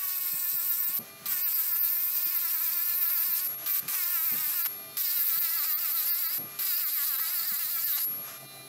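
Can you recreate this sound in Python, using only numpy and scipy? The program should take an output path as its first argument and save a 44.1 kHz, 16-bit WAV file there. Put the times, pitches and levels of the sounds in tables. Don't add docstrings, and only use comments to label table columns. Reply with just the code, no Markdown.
import sys
import numpy as np
from scipy import signal
from scipy.fft import rfft, irfft, next_fast_len
from scipy.io import wavfile
from scipy.ndimage import uniform_filter1d

SR = 44100
rng = np.random.default_rng(int(sys.argv[2]) if len(sys.argv) > 2 else 0)


def dump_mix(stems):
    frames = np.atleast_2d(stems).T
    limited = np.clip(frames, -1, 1)
    pcm = np.round(limited * 32767).astype(np.int16)
    wavfile.write(sys.argv[1], SR, pcm)


N = 382788

# (touch [s], lift [s], snag [dB], growl [dB], rasp [dB], sizzle [dB], sizzle drift [dB per s],
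#  shrill orders [dB], third order [dB], rubbed singing tone [dB], ring at the lift [dB])
STROKES = [(-.09, 0.988, -60, -49.5, -40.5, -28.5, 4, 0, 2, -43, -68),
           (1.257, 3.474, -43.5, -47.5, -40, -26.5, .5, 5, 0, -42, -29.5),
           (3.661, 3.8, -42.5, -45.5, -37.5, -24, -1, -9, -3, -58, -40.5),
           (3.88, 4.669, -48, -45.5, -37.5, -27.5, -2, 0, -1.5, -47, -33),
           (4.969, 6.382, -43, -45.5, -38, -27.5, -2, 5.5, -8, -40, -34.5),
           (6.589, 8.05, -45, -45.5, -38, -28.8, -0.5, 5.5, -17, -39.5, -27)]
# (deepest moment [s], build-up [s], easing off [s], slowing [Hz], leading order [multiple of shaft speed],
#  growl [dB], rasp [dB], sizzle [dB])
PUSHES = [(0.354, 0.185, 0.059, 12, 7, -1.5, 0.5, 0.0), (0.476, 0.095, 0.033, 22, 5, 0.0, -1.0, 0.5),
          (0.606, 0.066, 0.046, 32, 4, -2.0, 0.5, -0.5), (0.746, 0.088, 0.042, 28, 4, -1.5, 0.5, 1.0),
          (0.869, 0.068, 0.061, 28, 5, -2.5, 0.5, -0.5), (1.381, 0.085, 0.049, 20, 4, -0.5, 0.0, 0.0),
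          (1.505, 0.052, 0.036, 55, 7, -2.5, 1.0, -1.0), (1.618, 0.07, 0.044, 58, 6, -2.5, 1.5, -1.5),
          (1.754, 0.091, 0.05, 38, 4, -0.5, -1.0, 0.0), (1.87, 0.07, 0.048, 37, 4, -0.5, 0.5, 2.0),
          (1.969, 0.062, 0.055, 27, 6, -1.0, -1.5, 1.5), (2.083, 0.095, 0.033, 22, 6, -1.0, -1.0, -1.0),
          (2.185, 0.058, 0.047, 24, 6, -1.5, -0.5, 0.5), (2.277, 0.05, 0.05, 25, 6, -0.5, 1.5, 0.5),
          (2.377, 0.049, 0.044, 36, 8, 1.0, 2.5, 0.0), (2.48, 0.068, 0.048, 45, 6, 0.5, 0.5, 0.5),
          (2.59, 0.073, 0.05, 62, 5, -0.5, 1.0, -1.0), (2.694, 0.069, 0.045, 53, 5, -0.5, 1.0, -1.0),
          (2.796, 0.068, 0.055, 36, 8, -1.0, -0.5, 0.5), (2.943, 0.141, 0.047, 26, 8, -1.0, 0.5, -0.5),
          (3.066, 0.078, 0.057, 39, 8, 0.0, -1.0, 0.5), (3.204, 0.076, 0.054, 44, 5, 0.5, 1.0, 1.0),
          (3.353, 0.093, 0.053, 41, 8, -0.5, 3.0, -0.5), (3.735, 0.045, 0.1, 8, 6, -1.5, -0.5, -2.5),
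          (4.059, 0.104, 0.065, 26, 6, 1.5, 1.5, -1.0), (4.209, 0.104, 0.045, 50, 4, -1.0, -1.5, 0.5),
          (4.34, 0.152, 0.055, 53, 7, -1.5, -0.5, 1.0), (4.495, 0.231, 0.05, 80, 7, -1.0, -1.5, -1.0),
          (4.62, 0.072, 0.08, 37, 7, -1.5, 0.5, 0.5), (5.093, 0.118, 0.045, 26, 6, -2.0, 2.5, -1.5),
          (5.215, 0.059, 0.048, 34, 6, -2.0, 0.5, 0.0), (5.349, 0.099, 0.053, 49, 7, -2.5, 0.5, 2.0),
          (5.495, 0.117, 0.063, 50, 6, -1.0, 0.0, 1.0), (5.63, 0.111, 0.037, 72, 6, 0.5, 0.0, 0.5),
          (5.754, 0.166, 0.06, 78, 6, 0.0, 0.0, -0.5), (5.902, 0.093, 0.05, 90, 8, -1.0, -1.5, -0.5),
          (6.025, 0.105, 0.055, 73, 6, 0.5, -0.5, 0.0), (6.144, 0.115, 0.059, 33, 6, 0.5, 1.5, 0.5),
          (6.273, 0.067, 0.05, 52, 6, -1.5, -1.5, 0.5), (6.745, 0.052, 0.048, 31, 4, 1.5, 1.5, 1.0),
          (6.886, 0.078, 0.051, 83, 5, -2.0, 0.0, 0.5), (7.016, 0.094, 0.055, 99, 6, -2.0, 1.0, 0.5),
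          (7.158, 0.142, 0.055, 115, 6, -0.5, -0.5, 1.0), (7.253, 0.106, 0.069, 54, 6, 2.5, -0.5, 0.0),
          (7.409, 0.073, 0.055, 43, 8, 1.5, -0.5, -0.5), (7.549, 0.071, 0.059, 97, 5, -1.0, -0.5, -1.0),
          (7.666, 0.074, 0.048, 77, 6, -1.5, 0.5, -0.5), (7.8, 0.108, 0.064, 47, 7, 0.5, -1.0, 1.0),
          (7.955, 0.096, 0.075, 92, 5, -1.0, 0.0, 1.0)]

FREE_HZ = 399.8
DIP_S = .015


def amp(db):
    return 10 ** (np.asarray(db) / 20)


def unit(x):
    return x / np.sqrt(np.mean(x ** 2) + 1e-20)


def clock():
    return np.arange(N) / SR


def curves(rows):
    s, *columns = np.transpose(rows)
    return [np.interp(clock(), s, column) for column in columns]


def wobble(rate):
    knots = rng.standard_normal(N // 8)
    return unit(np.interp(clock() * rate, np.arange(len(knots)), knots))


def filtered(x, response):
    size = next_fast_len(N + SR // 4)
    gain = response(np.fft.rfftfreq(size, 1 / SR))
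    return irfft(rfft(x, size) * gain, size)[..., :N]


def coloured(x, spectrum):
    f, db = np.transpose(spectrum)

    def response(hz):
        return amp(np.interp(np.log(hz + 1), np.log(f), db, -np.inf, -np.inf))

    return unit(filtered(x, response))


def noise(spectrum):
    return coloured(rng.standard_normal(N), spectrum)


def patchy(depth_db, size):
    z = signal.stft(rng.standard_normal(N), nperseg=size)[2]
    field = uniform_filter1d(rng.standard_normal(z.shape), size=6, axis=0)
    field = uniform_filter1d(field, size=6, axis=1)
    return unit(signal.istft(z * amp(depth_db * unit(field)), nperseg=size)[1][:N])


def per_stroke():
    rows = np.array(STROKES)
    latest = np.maximum(np.searchsorted(rows[:, 0], clock()) - 1, 0)
    return rows[latest].T


def contact(lift_s):
    t = clock()
    return sum(np.clip((t - touch) * 1000, 0, 1) * np.exp(-np.maximum(t - lift, 0) / lift_s)
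               for touch, lift, *_ in STROKES)


def hiss_gain(width_s):
    # (time [s], depth [dB])
    dips = [(.58, 10), (.708, 9), (.816, 10), (.859, 11), (1.445, 29), (1.541, 10), (1.733, 10),
            (1.811, 26), (2.244, 9), (2.374, 11), (3.077, 10), (3.332, 10), (3.567, 14), (3.72, 8),
            (4.635, 14), (5.402, 10), (5.756, 27), (5.936, 10), (6.121, 25), (6.275, 11), (6.766, 9),
            (6.853, 12), (7.175, 10), (7.216, 8), (7.578, 10), (7.857, 9), (7.941, 10), (8.39, 7),
            (8.475, 10)]
    deep_dip_db = 22
    t = clock()
    return amp(-sum(depth * np.exp(-((t - s) / width_s) ** 2 * deep_dip_db / depth) for s, depth in dips))


def sag_hz():
    rest_sag_hz = 31.4
    settle_s, spin_up_s = .163, .04
    full_stroke_s = .35
    stall_share = .86
    t = clock()
    touch, lift, *_ = per_stroke()
    weight = np.minimum((lift - touch) / full_stroke_s, 1)
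    settling = np.minimum((t - touch) / settle_s, .5 + (lift - t) / spin_up_s)
    resting = weight * np.clip(settling, 0, 1)
    ramps = [(hz, np.interp(t, [s - build, s, s + ease], [0, 1, 0])) for s, build, ease, hz, *_ in PUSHES]
    pushing = sum(hz * np.minimum(1.06 * ramp, stall_share) for hz, ramp in ramps)
    return uniform_filter1d(rest_sag_hz * resting + pushing, SR // 60)


def shaft():
    load = np.clip(sag_hz() / FREE_HZ, 0, 1)
    bite = load * (.02 * wobble(150) + .01 * wobble(35))
    unsteady = 0.00024 * wobble(150) + bite
    return 2 * np.pi * np.cumsum(FREE_HZ * (1 - load + unsteady)) / SR, load


def slowing_rate(load):
    return uniform_filter1d(np.gradient(load * FREE_HZ) * SR / 1000, SR // 40)


def lead_db(order):
    swell_db, half_width_s = 3.5, .05
    t = clock()
    return sum(swell_db * np.exp(-((t - s + build / 3) / half_width_s) ** 2)
               for s, build, _, _, lead, *_ in PUSHES if lead == order)


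def chatter(angle, light, count):
    # (multiple of the shaft speed, level [dB])
    strong_orders = [(4, .5), (5, 1), (6, -.5), (7, 2), (8, 1), (11, 1), (12, 2.5), (15, 3), (16, 1.5)]
    shrill_orders = (13, 14)
    bare_shrill_db = 3.5
    light_third_db = 2
    knock_scatter = .015
    *_, shrill_db, third_db, _, _ = per_stroke()
    hiss = hiss_gain(DIP_S)
    order_db = dict(strong_orders)
    for k in shrill_orders:
        order_db[k] = shrill_db + bare_shrill_db * (1 - hiss)
    order_db[3] = third_db + light_third_db * light
    gains = {k: amp(db + lead_db(k)) for k, db in order_db.items()}
    knock = angle + knock_scatter * (1 + 2 * light) * hiss * wobble(250)

    def flutter(k):
        return (1 + min(.03 * k, .35) * wobble(90)) * amp(min(.3 * k, 3) * wobble(22))

    return sum(gains.get(k, hiss) * flutter(k) * np.sin(k * knock + rng.uniform(0, 2 * np.pi))
               for k in range(3, count))


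def cut_levels(load):
    # (time [s], level [dB])
    growl_drift = [(0, 5), (.4, -0.5), (1, 3), (1.3, 1.5), (1.95, -1.5), (2.7, 0.8), (3.5, 1.3),
                   (8.1, -1.7)]
    growl_push_db, rasp_push_db, sizzle_push_db = 0.75, -0.63, 0.1
    leave_s, leave_db = 0.09, -1.5
    touch, lift, _, growl_db, rasp_db, sizzle_db, drift, *_ = per_stroke()
    push_rows = [(s - build / 3, *levels) for s, build, _, _, _, *levels in PUSHES]
    own_growl_db, own_rasp_db, own_sizzle_db = curves(push_rows)
    slowing = slowing_rate(load)
    from_middle_s = np.minimum(clock(), lift) - (touch + lift) / 2
    bare_db = 4.5 * (1 - hiss_gain(width_s=0.019))
    leaving_db = leave_db * np.exp(-np.abs(lift - clock()) / leave_s)

    def stray_db():
        return .55 * wobble(40)

    growl_db = growl_db + own_growl_db + growl_push_db * slowing + curves(growl_drift)[0] + leaving_db
    rasp_db = rasp_db + own_rasp_db + rasp_push_db * slowing + leaving_db
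    sizzle_db = sizzle_db + own_sizzle_db + sizzle_push_db * slowing + drift * from_middle_s + bare_db
    return growl_db + stray_db(), rasp_db + stray_db(), sizzle_db + stray_db()


def cutting_edges(sizzle, load):
    # (time [s], depth [dB], half-width [s])
    skips = [(.92, 5, .012), (1.279, 16, .004), (3.41, 3, .02), (6.3, 4, .01), (6.64, 4, .008),
             (6.91, 4, .016), (7.452, 4, .012), (7.98, 5, .008)]
    bright_hz = 14200
    bright_push_db = 2.6
    top = filtered(sizzle, lambda hz: .5 + .5 * np.tanh((hz - bright_hz) / 600))
    swing_db = bright_push_db * np.clip(slowing_rate(load), -2, 1)
    skip_db = sum(depth * np.exp(-((clock() - s) / width) ** 2) for s, depth, width in skips)
    return amp(-skip_db) * (sizzle + (amp(swing_db) - 1) * top)


def grinding(angle, load):
    # (frequency [Hz], level [dB per Hz])
    growl_spectra = [
        [(500, -8), (880, -4), (1080, 2), (1350, 5), (1520, 0), (1690, 6), (1950, 0), (2150, 2.5), (2400, 3),
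         (2800, -6.5), (3400, -16), (3900, -11)],
        [(500, -6), (1000, 1), (1190, 7), (1320, 8), (1500, 1), (1700, 7), (1850, 2.5), (2050, 6), (2400, 0),
         (2750, -3.5), (3100, -13), (3900, -36)],
    ]
    rasp_spectra = [
        [(2400, -13.5), (3400, -11.5), (4050, -4), (4300, -5), (4850, -2.5), (5600, -3), (6900, -7),
         (7500, -1.5), (9000, -3.5), (10000, -0.5), (11500, -0.5), (13000, -15)],
        [(2400, -17), (3450, -10.5), (3950, -2.5), (4400, -5), (4750, -1), (5400, -5.5), (6600, -8.5),
         (7700, -2.5), (8400, -6.5), (10100, -4.5), (10550, 0.5), (11500, -3.5), (13000, -21)],
    ]
    sizzle_spectra = [
        [(10500, -55), (11900, -13), (12400, -4), (12950, -3), (13300, 4), (13900, 3.5), (14400, .5),
         (14850, -5), (15300, -6), (15750, -10)],
        [(10500, -40), (11900, -10), (12400, -1), (13000, 0), (13350, 3.5), (14050, 5.5), (14700, 1),
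         (15300, -4), (15750, -9)],
    ]
    # (time [s], level [dB])
    scrape_levels = [(.15, -51), (.35, -42.5), (.6, -44), (.88, -41), (1, -60), (1.33, -44), (1.7, -47),
                     (2.1, -64)]
    move_s = 4.8
    firm_load = .12
    growl_tone_db, rasp_tone_db = 6.5, -1.3
    light_tone_db = -5.5
    growl_clear_db, rasp_clear_db = 6, 3
    tail_db, tail_s = -14, .035
    t = clock()
    light = 1 - np.minimum(load / firm_load, 1)
    knocks = chatter(angle, light, count=52)
    turn_db = 0.35 * np.sin(angle) + 1.0 * np.sin(2 * angle)
    bite_db = turn_db + 1.1 * wobble(1100) + 0.47 * wobble(60)
    chips = amp(bite_db) * patchy(depth_db=1.6, size=256)

    def radiate(spectra, level_db, tone_db, hiss):
        tone = amp(tone_db + light_tone_db * light)
        first, second = [tone * coloured(knocks, s) + hiss * coloured(chips, s) for s in spectra]
        return amp(level_db) * np.where(t < move_s, first, second) / np.hypot(tone, 1)

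    growl_db, rasp_db, sizzle_db = cut_levels(load)
    hiss = hiss_gain(DIP_S)
    slowing = np.minimum(slowing_rate(load), .5)
    growl = radiate(growl_spectra, growl_db + wobble(70), growl_tone_db + growl_clear_db * slowing, hiss)
    rasp = radiate(rasp_spectra, rasp_db + wobble(70), rasp_tone_db + rasp_clear_db * slowing, hiss)
    sizzle = radiate(sizzle_spectra, sizzle_db + .5 * wobble(45), tone_db=-7.5, hiss=0.54)
    grit_db = np.where(t < move_s, -19, -18)
    sweep = wobble(700) * np.sin(44 * angle)
    grit = amp(sizzle_db + grit_db) * coloured(sweep, [(11500, -29), (13000, -9), (15000, 14), (15750, 10)])
    scrape_noise = noise([(7000, -22), (7700, -2.5), (8200, -5), (8900, -6.0), (10000, -14)])
    scrape = amp(curves(scrape_levels)[0]) * hiss * scrape_noise
    heard = np.maximum(contact(lift_s=0.0024), amp(tail_db) * contact(lift_s=tail_s))
    edges = cutting_edges(amp(1.33) * sizzle + grit, load)
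    return heard * (growl + amp(-0.35) * rasp + scrape + edges)


def singing():
    # (time [s], level [dB])
    flare_levels = [(.26, -36), (1.57, -35), (1.759, -43), (2.97, -31), (3.12, -32), (3.31, -46),
                    (4.23, -34), (4.5, -33), (5.921, -34), (6.07, -34), (6.939, -34), (7.06, -42),
                    (7.59, -39), (7.93, -39)]
    sing_hz = 11592
    flare_s = 0.023
    swell_db_per_s, ring_db_per_s = 189, 71
    t = clock()
    _, lift, *_, rubbed_db, ring_db = per_stroke()
    rubbed = contact(lift_s=0.18)
    flares = sum(amp(db) * np.exp(-((t - s) / flare_s) ** 2) for s, db in flare_levels)
    ring = amp(ring_db - np.maximum(swell_db_per_s * (lift - t), ring_db_per_s * (t - lift)))
    phase = 2 * np.pi * np.cumsum(sing_hz + 6 * rubbed * wobble(60)) / SR
    restless = amp(rubbed_db - 3.0 + 4 * wobble(20)) * rubbed
    return (restless + flares + ring) * np.sin(phase)


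def motor(angle, load):
    # (multiple of the shaft speed, level [dB])
    partials = [(1, -63), (2, -73), (3, -57.5), (5, -62), (6, -58.5), (7, -66), (8, -69), (9, -61),
                (10, -62.5), (11, -59.5), (13, -63.5), (14, -73), (15, -69), (16, -73), (17, -73),
                (18, -74), (21, -75), (23, -75), (24, -74), (25, -58), (26, -68), (27, -56), (28, -63),
                (29, -61), (30, -64), (31, -59), (32, -66), (33, -62), (34, -69), (35, -67), (36, -62),
                (37, -70), (38, -70), (39, -70)]
    # (frequency [Hz], level [dB per Hz])
    air_colour = [(400, -4.5), (800, -10.5), (1250, 1), (1700, -2), (2400, -4.5), (3300, -7), (4500, -8),
                  (6200, -3.5), (8500, -10), (11000, -6), (13000, -7), (15700, -13)]
    # (time [s], level [dB])
    turned_levels = [(7.9, -2), (8.1, -4), (8.3, 3), (8.44, 4.5), (8.48, 8), (8.68, 8)]
    # (time [s], air [dB], whine [dB])
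    idle_levels = [(1.1, -51.5, -0.5), (3.55, -48.5, 0), (4.8, -50.5, 2.5), (6.5, -52.5, 1.5),
                   (8.2, -51.5, 1), (8.68, -52.5, 0.5)]
    turned_db, = curves(turned_levels)

    def partial(k, db):
        waver_db = 1.3 * wobble(3) + 1.4 * wobble(25)
        level = amp(db + waver_db + turned_db * (k == 10))
        return level * np.sin(k * angle + rng.uniform(0, 2 * np.pi))

    whine = sum(partial(k, db) for k, db in partials)
    lifted = clock() > per_stroke()[1]
    loaded = np.maximum(np.minimum(load / 0.053, 1), lifted) * contact(lift_s=0.01)
    air_db, whine_db = curves(idle_levels)
    air = amp(air_db - 12.3 * loaded + 2.8 * wobble(14)) * hiss_gain(DIP_S) * noise(air_colour)
    return amp(whine_db - 12 * loaded) * whine + air


def workshop():
    # (frequency [Hz], level [dB per Hz])
    shop_colour = [(18, -26), (60, -35), (100, 1), (150, 3), (300, 5), (500, -1.5), (750, 5.5), (1100, -17),
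                   (2000, -42)]
    # (frequency [Hz], level [dB over the room level])
    hum_tones = [(132.2, -5), (397.5, -23), (533, -29), (662.5, -2.5)]
    # (time [s], level [dB], length [s])
    bumps = [(0.329, -49, 0.02), (0.523, -54.5, 0.037), (0.889, -55, 0.03), (0.987, -44.5, 0.042),
             (1.19, -58, 0.16), (2.263, -56, 0.019), (3.274, -57.5, 0.037), (3.469, -57, 0.044),
             (3.823, -49.5, 0.056), (4.31, -47, 0.079), (4.464, -56, 0.022), (5.365, -61, 0.081),
             (6.379, -44, 0.061), (6.435, -50, 0.038), (7.408, -54, 0.021), (7.514, -55, 0.032),
             (7.647, -55, 0.014), (8.057, -55, 0.15)]
    # (frequency [Hz], level [dB per Hz])
    thud_colour = [(50, -28), (110, -5.5), (160, 2.5), (260, -3), (420, -10), (700, -14), (1500, -22)]
    hum_cut_db = -3
    t = clock()
    hum = sum(amp(db + 2.3 * wobble(10)) * np.sin(2 * np.pi * hz * t + .7 * wobble(10))
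              for hz, db in hum_tones)
    cutting = uniform_filter1d(contact(lift_s=.01), SR // 12)
    drift_db = (1.5 + 1.3 * cutting) * wobble(16)
    room_hiss = hiss_gain(DIP_S) * coloured(patchy(depth_db=2.3, size=1024), shop_colour)
    room = amp(-57.0 - 10 * cutting + drift_db) * (room_hiss + amp(hum_cut_db * cutting) * hum)
    rumble = amp(-82.5) * noise([(15, -1), (40, -6), (90, -6)])
    ages = [(np.maximum(t - s, 0) / length, db) for s, db, length in bumps]
    swell = sum(amp(db) * np.minimum(6 * age, 1) * np.exp(-age ** 2) for age, db in ages)
    return room + rumble + amp(1) * swell * noise(thud_colour)


def snags(decay_s):
    touch, _, snag_db, *_ = per_stroke()
    age = np.abs(clock() - touch)
    envelope = amp(snag_db) * (np.exp(-age / decay_s) + 1.3 * np.exp(-age / .004))
    return envelope * noise([(600, -14), (1500, -4), (4500, 17), (8000, -3), (15000, -20)])


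def catches():
    # (time [s], level [dB], half-width [s])
    catch_times = [(1.32, -42.5, .025), (3.943, -39, 0.012), (4.661, -36.5, 0.011), (7.198, -44, 0.0043),
                   (7.982, -39.5, 0.012)]
    # (frequency [Hz], level [dB per Hz])
    scratch_colour = [(700, -3.5), (1250, 0.5), (2400, -1.5), (3300, -2), (4700, -2.5), (9000, -7),
                      (13000, -30)]
    envelope = sum(amp(db) * np.exp(-((clock() - s) / width) ** 2) for s, db, width in catch_times)
    coarse = amp(1.2 * wobble(1500)) * rng.standard_normal(N)
    return envelope * coloured(coarse, scratch_colour)


def scene():
    angle, load = shaft()
    tool = grinding(angle, load) + singing() + motor(angle, load)
    mid = tool + workshop() + snags(decay_s=0.045) + catches()
    return np.array([mid, mid])


def record(dry):
    top_hz = 15800
    return filtered(dry, lambda hz: hz < top_hz)


dry = scene()
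out = record(dry)
dump_mix(out)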